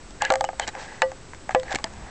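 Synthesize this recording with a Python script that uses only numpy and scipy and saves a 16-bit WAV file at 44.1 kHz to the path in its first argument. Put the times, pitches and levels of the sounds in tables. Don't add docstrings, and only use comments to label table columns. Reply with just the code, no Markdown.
import sys
import numpy as np
from scipy import signal
from scipy.fft import rfft, irfft
from scipy.io import wavfile

SR = 44100
rng = np.random.default_rng(int(sys.argv[2]) if len(sys.argv) > 2 else 0)


def amplitude_ratio(level_db):
    exponent = np.asarray(level_db, float) / 20
    return 10 ** exponent


def wav_out(sig):
    wavfile.write(sys.argv[1], SR, np.round(np.clip(np.atleast_2d(sig).T, -1, 1) * 32767).astype(np.int16))


N = 92610


def read(points, hz):
    f, value = np.transpose(points)
    return np.interp(np.log(hz + 1), np.log(f + 1), value)


def evened(x):
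    return x / np.sqrt(np.mean(x ** 2) + 1e-20)


def low_cut(f, hz):
    return 1 / (1 + (hz / (f + 1)) ** 4)


def high_cut(f, hz, order=4):
    return 1 / (1 + (f / hz) ** order)


def coloured_noise(length, gain):
    spectrum = rfft(rng.standard_normal(length))
    return irfft(spectrum * gain(np.fft.rfftfreq(length, 1 / SR)), length)


def add(mix, s, sound):
    part = mix[round(s * SR):][:len(sound)]
    part += sound[:len(part)]


# f/Hz, level/dB per Hz
HISS = [(100, -4.5), (300, 0.5), (700, -6), (1500, -8.5), (3000, -15), (6300, -16.5), (7900, -15.5),
        (8600, -30)]
# t/s, level/dB
WIND = [(0, -56), (.4, -54), (.65, -56.5), (.9, -58), (1.2, -54), (1.5, -53), (1.8, -53), (2.1, -51)]
# f/Hz, level/dB
WHINE = [(7888, -62), (8112, -65), (7594, -71)]


def air():
    t = np.arange(N) / SR
    hiss = coloured_noise(N, lambda f: amplitude_ratio(read(HISS, f)) * (f < 9500) * (f > 100))
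    gust_db = 0 * evened(coloured_noise(N, lambda f: high_cut(f, 1.3, 2)))
    rumble = coloured_noise(
        N, lambda f: (f / 25) ** 2 / (1 + (f / 25) ** 2) * high_cut(f, 58.8, 1.68))
    wind_db = np.interp(t, *np.transpose(WIND)) + 8 + gust_db
    whine = np.zeros(N)
    for hz, db in WHINE:
        whine += np.sqrt(2) * amplitude_ratio(db) * np.sin(2 * np.pi * (hz * t + rng.random()))
    return amplitude_ratio(-47.5) * evened(hiss) + amplitude_ratio(wind_db) * evened(rumble) + whine


def chatter(body):
    grains_per_s, grain_db = 900, 1
    out = np.zeros(N)
    for hz, width, db in body:
        slips = rng.random(N) < grains_per_s / SR
        force = amplitude_ratio(grain_db * np.minimum(rng.exponential(1, N), 5)) * rng.choice([-1, 1], N)
        band = signal.butter(2, [hz - width, hz + width], "band", fs=SR, output="sos")
        out += amplitude_ratio(db) * evened(signal.sosfilt(band, slips * force))
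    return evened(out)


def stroke(s, length):
    progress = np.clip((np.arange(N) / SR - s) / length, 0, 1)
    return np.sin(np.pi * progress ** 0.88).clip(0) ** 0.55


# f/Hz, width/Hz, level/dB
BEAM = [(520.4, 85, -6.5), (809, 128, -1.5), (1085, 360, -6)]
PLATE = [(1667, 102, 0.5), (1960, 90, -2.5), (2380, 440, -4), (3190, 190, -15.5), (4080, 340, -16.5)]
# f/Hz, width/Hz, level/dB
RAIL = [(2140, 110, 1), (3100, 100, 4), (4000, 200, -3.5)]
# t/s, length/s, pressure level/dB, plate level/dB, grit level/dB
STROKES = [(0.202, 0.11, -39, 4.5, -14.5), (0.217, 0.035, -38.5, 1.5, -25), (0.292, 0.073, -44.5, -4, -38),
           (0.35, 0.047, -56, 1, -13), (0.44, 0.052, -54, -5, -10), (0.592, 0.067, -38.5, -0.5, -9),
           (0.667, 0.036, -38.5, 2, -7), (0.73, 0.11, -41.5, -4.5, -13.5), (0.782, .085, -49, 0.5, 0.5),
           (0.828, 0.19, -48, 1.5, -6.5), (1.503, 0.031, -40.5, -1.5, -11), (1.647, 0.14, -43, 0, -11),
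           (1.702, 0.05, -42, 2, -8), (1.754, 0.0088, -29, 1, -0.5), (1.782, 0.037, -43, -10, -16),
           (1.847, 0.036, -43, -5, -23), (1.877, 0.7, -47, -4.5, -15)]
# t/s, length/s, level/dB
SQUEAK = (.605, 0.052, -38)


def scrape():
    beam, plate, out = chatter(BEAM), chatter(PLATE), np.zeros(N)
    grit = evened(coloured_noise(N, lambda f: low_cut(f, 2800) * high_cut(f, 7500)))
    for s, length, db, plate_db, grit_db in STROKES:
        friction = beam + amplitude_ratio(plate_db) * plate + amplitude_ratio(grit_db) * grit
        out += amplitude_ratio(db) * stroke(s, length) * friction
    squeak_s, squeak_length, squeak_db = SQUEAK
    return out + amplitude_ratio(squeak_db) * stroke(squeak_s, squeak_length) * chatter(RAIL)


def modes(table, detune=1, late=0, rise_s=0.0005):
    hz, db, t60 = np.transpose(table)[:, :, None]
    hz = hz * detune
    t = np.arange(SR // 2) / SR
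    slow = hz < 580
    rise = 1 - np.exp(-(t / np.where(slow, 0.013, rise_s)) ** np.where(slow, 2.8, 2))
    return (rise * amplitude_ratio(db - 60 * t / t60) * np.sin(2 * np.pi * hz * (t + late))).sum(0)


# f/Hz, level/dB
TICK_COLOUR = [(3000, 9.5), (4500, 5.5), (6200, 4.5), (7500, 8.5), (8500, -3.5)]


def tick():
    t, peak_s = np.arange(1024) / SR, 0.00069
    noise = coloured_noise(1024, lambda f: amplitude_ratio(read(TICK_COLOUR, f)) * low_cut(f, 2270))
    return evened(noise) * (t / peak_s) * np.exp(1 - t / peak_s)


def thud(db, hz=420):
    t = np.arange(2048) / SR
    return -amplitude_ratio(db) * np.sin(2 * np.pi * hz * t) * np.exp(-t / 0.002)


# f/Hz, level/dB, t60/s
KNOCK = [(691.6, 3, 0.034), (776, 9, 0.034), (830, -4, 0.065), (1240, -9, 0.051)]
CLACK = [(1623, -4, 0.029), (1797, 8, 0.01), (2052, 2.5, 0.014), (2900, -4, 0.007)]
# t/s, knock level/dB, clack level/dB, tick level/dB, ring level/dB
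TAPS = [(.107, -44.5, -8, -2, -22), (.2203, -19.5, -5.5, -2.5, -10.5), (.2503, -28, -12, 3.5, -40),
        (.3218, -12, -15.5, -17.5, -13), (.338, -13.5, -9, -17.5, -12.5), (.3558, -18, -6.5, -10.5, -20),
        (.4085, -10.5, -15, -15, -15), (.4413, -12.5, -16, -20, -45), (.448, -39.5, 4, 5, -32),
        (.489, -16.5, -14, -30.5, -29), (.531, -29, -15.5, -29, -29), (.597, -15, -7.5, -7.5, -24),
        (.676, -28, -14.5, -1, -26.5), (.6805, -24.5, -6.5, -5, -38), (.6885, -35.5, 6, 1.5, -29.5),
        (.751, -26, -8, -20, -7)]
LATE_TAPS = [(1.117, -28.5, -11, -16, -32), (1.334, -41, 3, -22, -12), (1.347, -47.5, 5.5, -0.5, -31),
             (1.4925, -16.5, -11, -25.5, -50), (1.5085, -30, -2, -11, -46), (1.598, -46.5, 5, 8.5, -25),
             (1.632, -31.5, -6.5, -12, -16.5), (1.682, -39.5, 3, -13, -15), (1.709, -24.5, -16, -17, -25),
             (1.715, -22, -14, -19, -27), (1.7215, -24.5, -11, -12, -29), (1.727, -25.5, -10, -5.5, -41),
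             (1.748, -37, 13, 9.5, -31), (1.7568, -25.5, -2, -4.5, -41), (1.7865, -37, -2.5, -3, -23),
             (1.8415, -26.5, -4, 5.5, -28), (1.869, -41, -19, -28, -30), (1.936, -44, -20, -2, -20)]
# t/s, f/Hz, level/dB, t60/s
PINGS = [(.4485, 2960, -33, .075), (1.634, 4400, -42, .04), (1.021, 1945, -25, .14),
         (1.551, 1950, -33, .14), (.2505, 2920, -27, .05), (1.85, 212, -46, .7)]
# t/s, f/Hz, level/dB, t60/s
SPOTS = [(0.2093, 1820, -25.5, .03), (.2148, 1650, -18, 0.023), (.2205, 826.5, -18.5, 0.056),
         (0.2193, 1150, -22.5, 0.036), (0.2265, 2900, -26, .02), (0.2273, 772, -22, 0.029),
         (0.2486, 1677, -17, .05), (0.2552, 1684, -17.5, 0.024), (.2695, 2050, -26, 0.026),
         (.669, 2100, -33, .03), (0.6878, 3950, -25.5, 0.021), (1.334, 974, -28, 0.019),
         (1.507, 1220, -25, 0.024), (1.692, 1684, -34.5, .04), (1.6955, 1690, -29, 0.027),
         (1.7209, 1640, -30, 0.036), (1.726, 1680, -36, .04), (1.7572, 2140, -17, 0.019),
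         (1.786, 1113, -30.5, 0.035), (1.8435, 658, -27, 0.098), (1.8425, 860, -20.5, 0.039),
         (1.8425, 1780, -20.5, 0.016), (1.868, 1750, -37.5, .03)]
# t/s, level/dB, f/Hz
BUMPS = [(0.681, -25.5, 274), (1.7427, -18, 420), (1.7555, -18.5, 286), (1.8428, -22, 316)]


def taps():
    out = np.zeros(N)
    frame = [(TREAD_A[0][0], 0, 0.26)]
    for s, db, clack_db, tick_db, ring_db in list(TAPS) + list(LATE_TAPS):
        spot = 1 + 0.015 * rng.standard_normal((8, 1))
        knock = 0.5 * modes(KNOCK, spot[:4], rise_s=0.0018)
        clack = amplitude_ratio(clack_db + 2.5) * modes(CLACK, spot[4:])
        ring = amplitude_ratio(ring_db) * modes(frame, late=s - BLOWS[0][0])
        add(out, s, -amplitude_ratio(db) * (knock + clack + ring))
        add(out, s, amplitude_ratio(db + tick_db + 5) * tick())
    for s, *mode in list(PINGS) + list(SPOTS):
        add(out, s, -modes([mode]))
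    for s, db, hz in BUMPS:
        add(out, s, thud(db, hz))
    return out


# f/Hz, level/dB, t60/s
TREAD_A = [(528.4, 6.5, 0.11), (645, -6, 0.16), (792, -8.5, 0.094), (772, -5.5, 0.16), (1160, -10.5, 0.16),
           (1410, -4, 0.059), (1663, 2, 0.03), (2050, -3.5, 0.027)]
TREAD_B = [(526.1, 0, 0.2), (665, -12, 0.11), (755, -7, 0.07), (880, -3.5, 0.084), (1023, -22, 0.11),
           (1190, -16, 0.12), (1520, -14, 0.073), (1723, -2, 0.035), (1776, 1.5, 0.011), (2256, 4, 0.012),
           (2690, 1, 0.012), (2920, -17.5, 0.071), (4380, -28, 0.086), (5210, -26.5, 0.078)]
TREAD_C = [(516, 5, 0.17), (642, -8, 0.13), (738, 1, 0.052), (804, 2, 0.051), (1010, -16.5, 0.13),
           (1176, -8, 0.06), (1630, -17, 0.06), (1705, -5.5, .049), (2550, 5, 0.0071), (3130, -26, .04),
           (2880, -6, 0.0082), (2240, -12.5, 0.034)]
# t/s, level/dB, tick level/dB, crack level/dB, thud level/dB
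BLOWS = [
    (0.3027, -12.5, -7, -5.5, -13.5),
    (1.0192, -10, -8.5, -8.5, -18.5),
    (1.548, -12, -12.5, -31, -10.5),
]


def blows():
    out, t = np.zeros(N), np.arange(2048) / SR
    fade = np.hanning(4096)[2048:]
    for (s, db, tick_db, crack_db, thud_db), tread in zip(BLOWS, (TREAD_A, TREAD_B, TREAD_C)):
        grain = evened(coloured_noise(2048, lambda f: low_cut(f, 900) * high_cut(f, 2700)))
        crack = grain * np.exp(-t / 0.0035)
        rattle = grain[::-1] * np.exp(-t / 0.014) * fade
        add(out, s, -amplitude_ratio(db) * modes(tread))
        add(out, s, amplitude_ratio(db + tick_db) * tick())
        add(out, s, amplitude_ratio(db + crack_db) * crack + thud(thud_db))
        add(out, s, amplitude_ratio(db - 19.5) * rattle)
    return out


def scene():
    return (air() + scrape() + taps() + blows())[None]


def top_cut(x):
    return signal.sosfilt(signal.butter(12, 15800, fs=SR, output="sos"), x)


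def record(dry):
    band_limit = signal.firwin(121, 8550, window=("kaiser", 7), fs=SR)[None]
    ceiling, offset = 0.765, -0.0031
    x = signal.oaconvolve(dry, band_limit, "same")
    return top_cut(np.clip(x + offset, -ceiling, ceiling))


dry = scene()
out = record(dry)
wav_out(out)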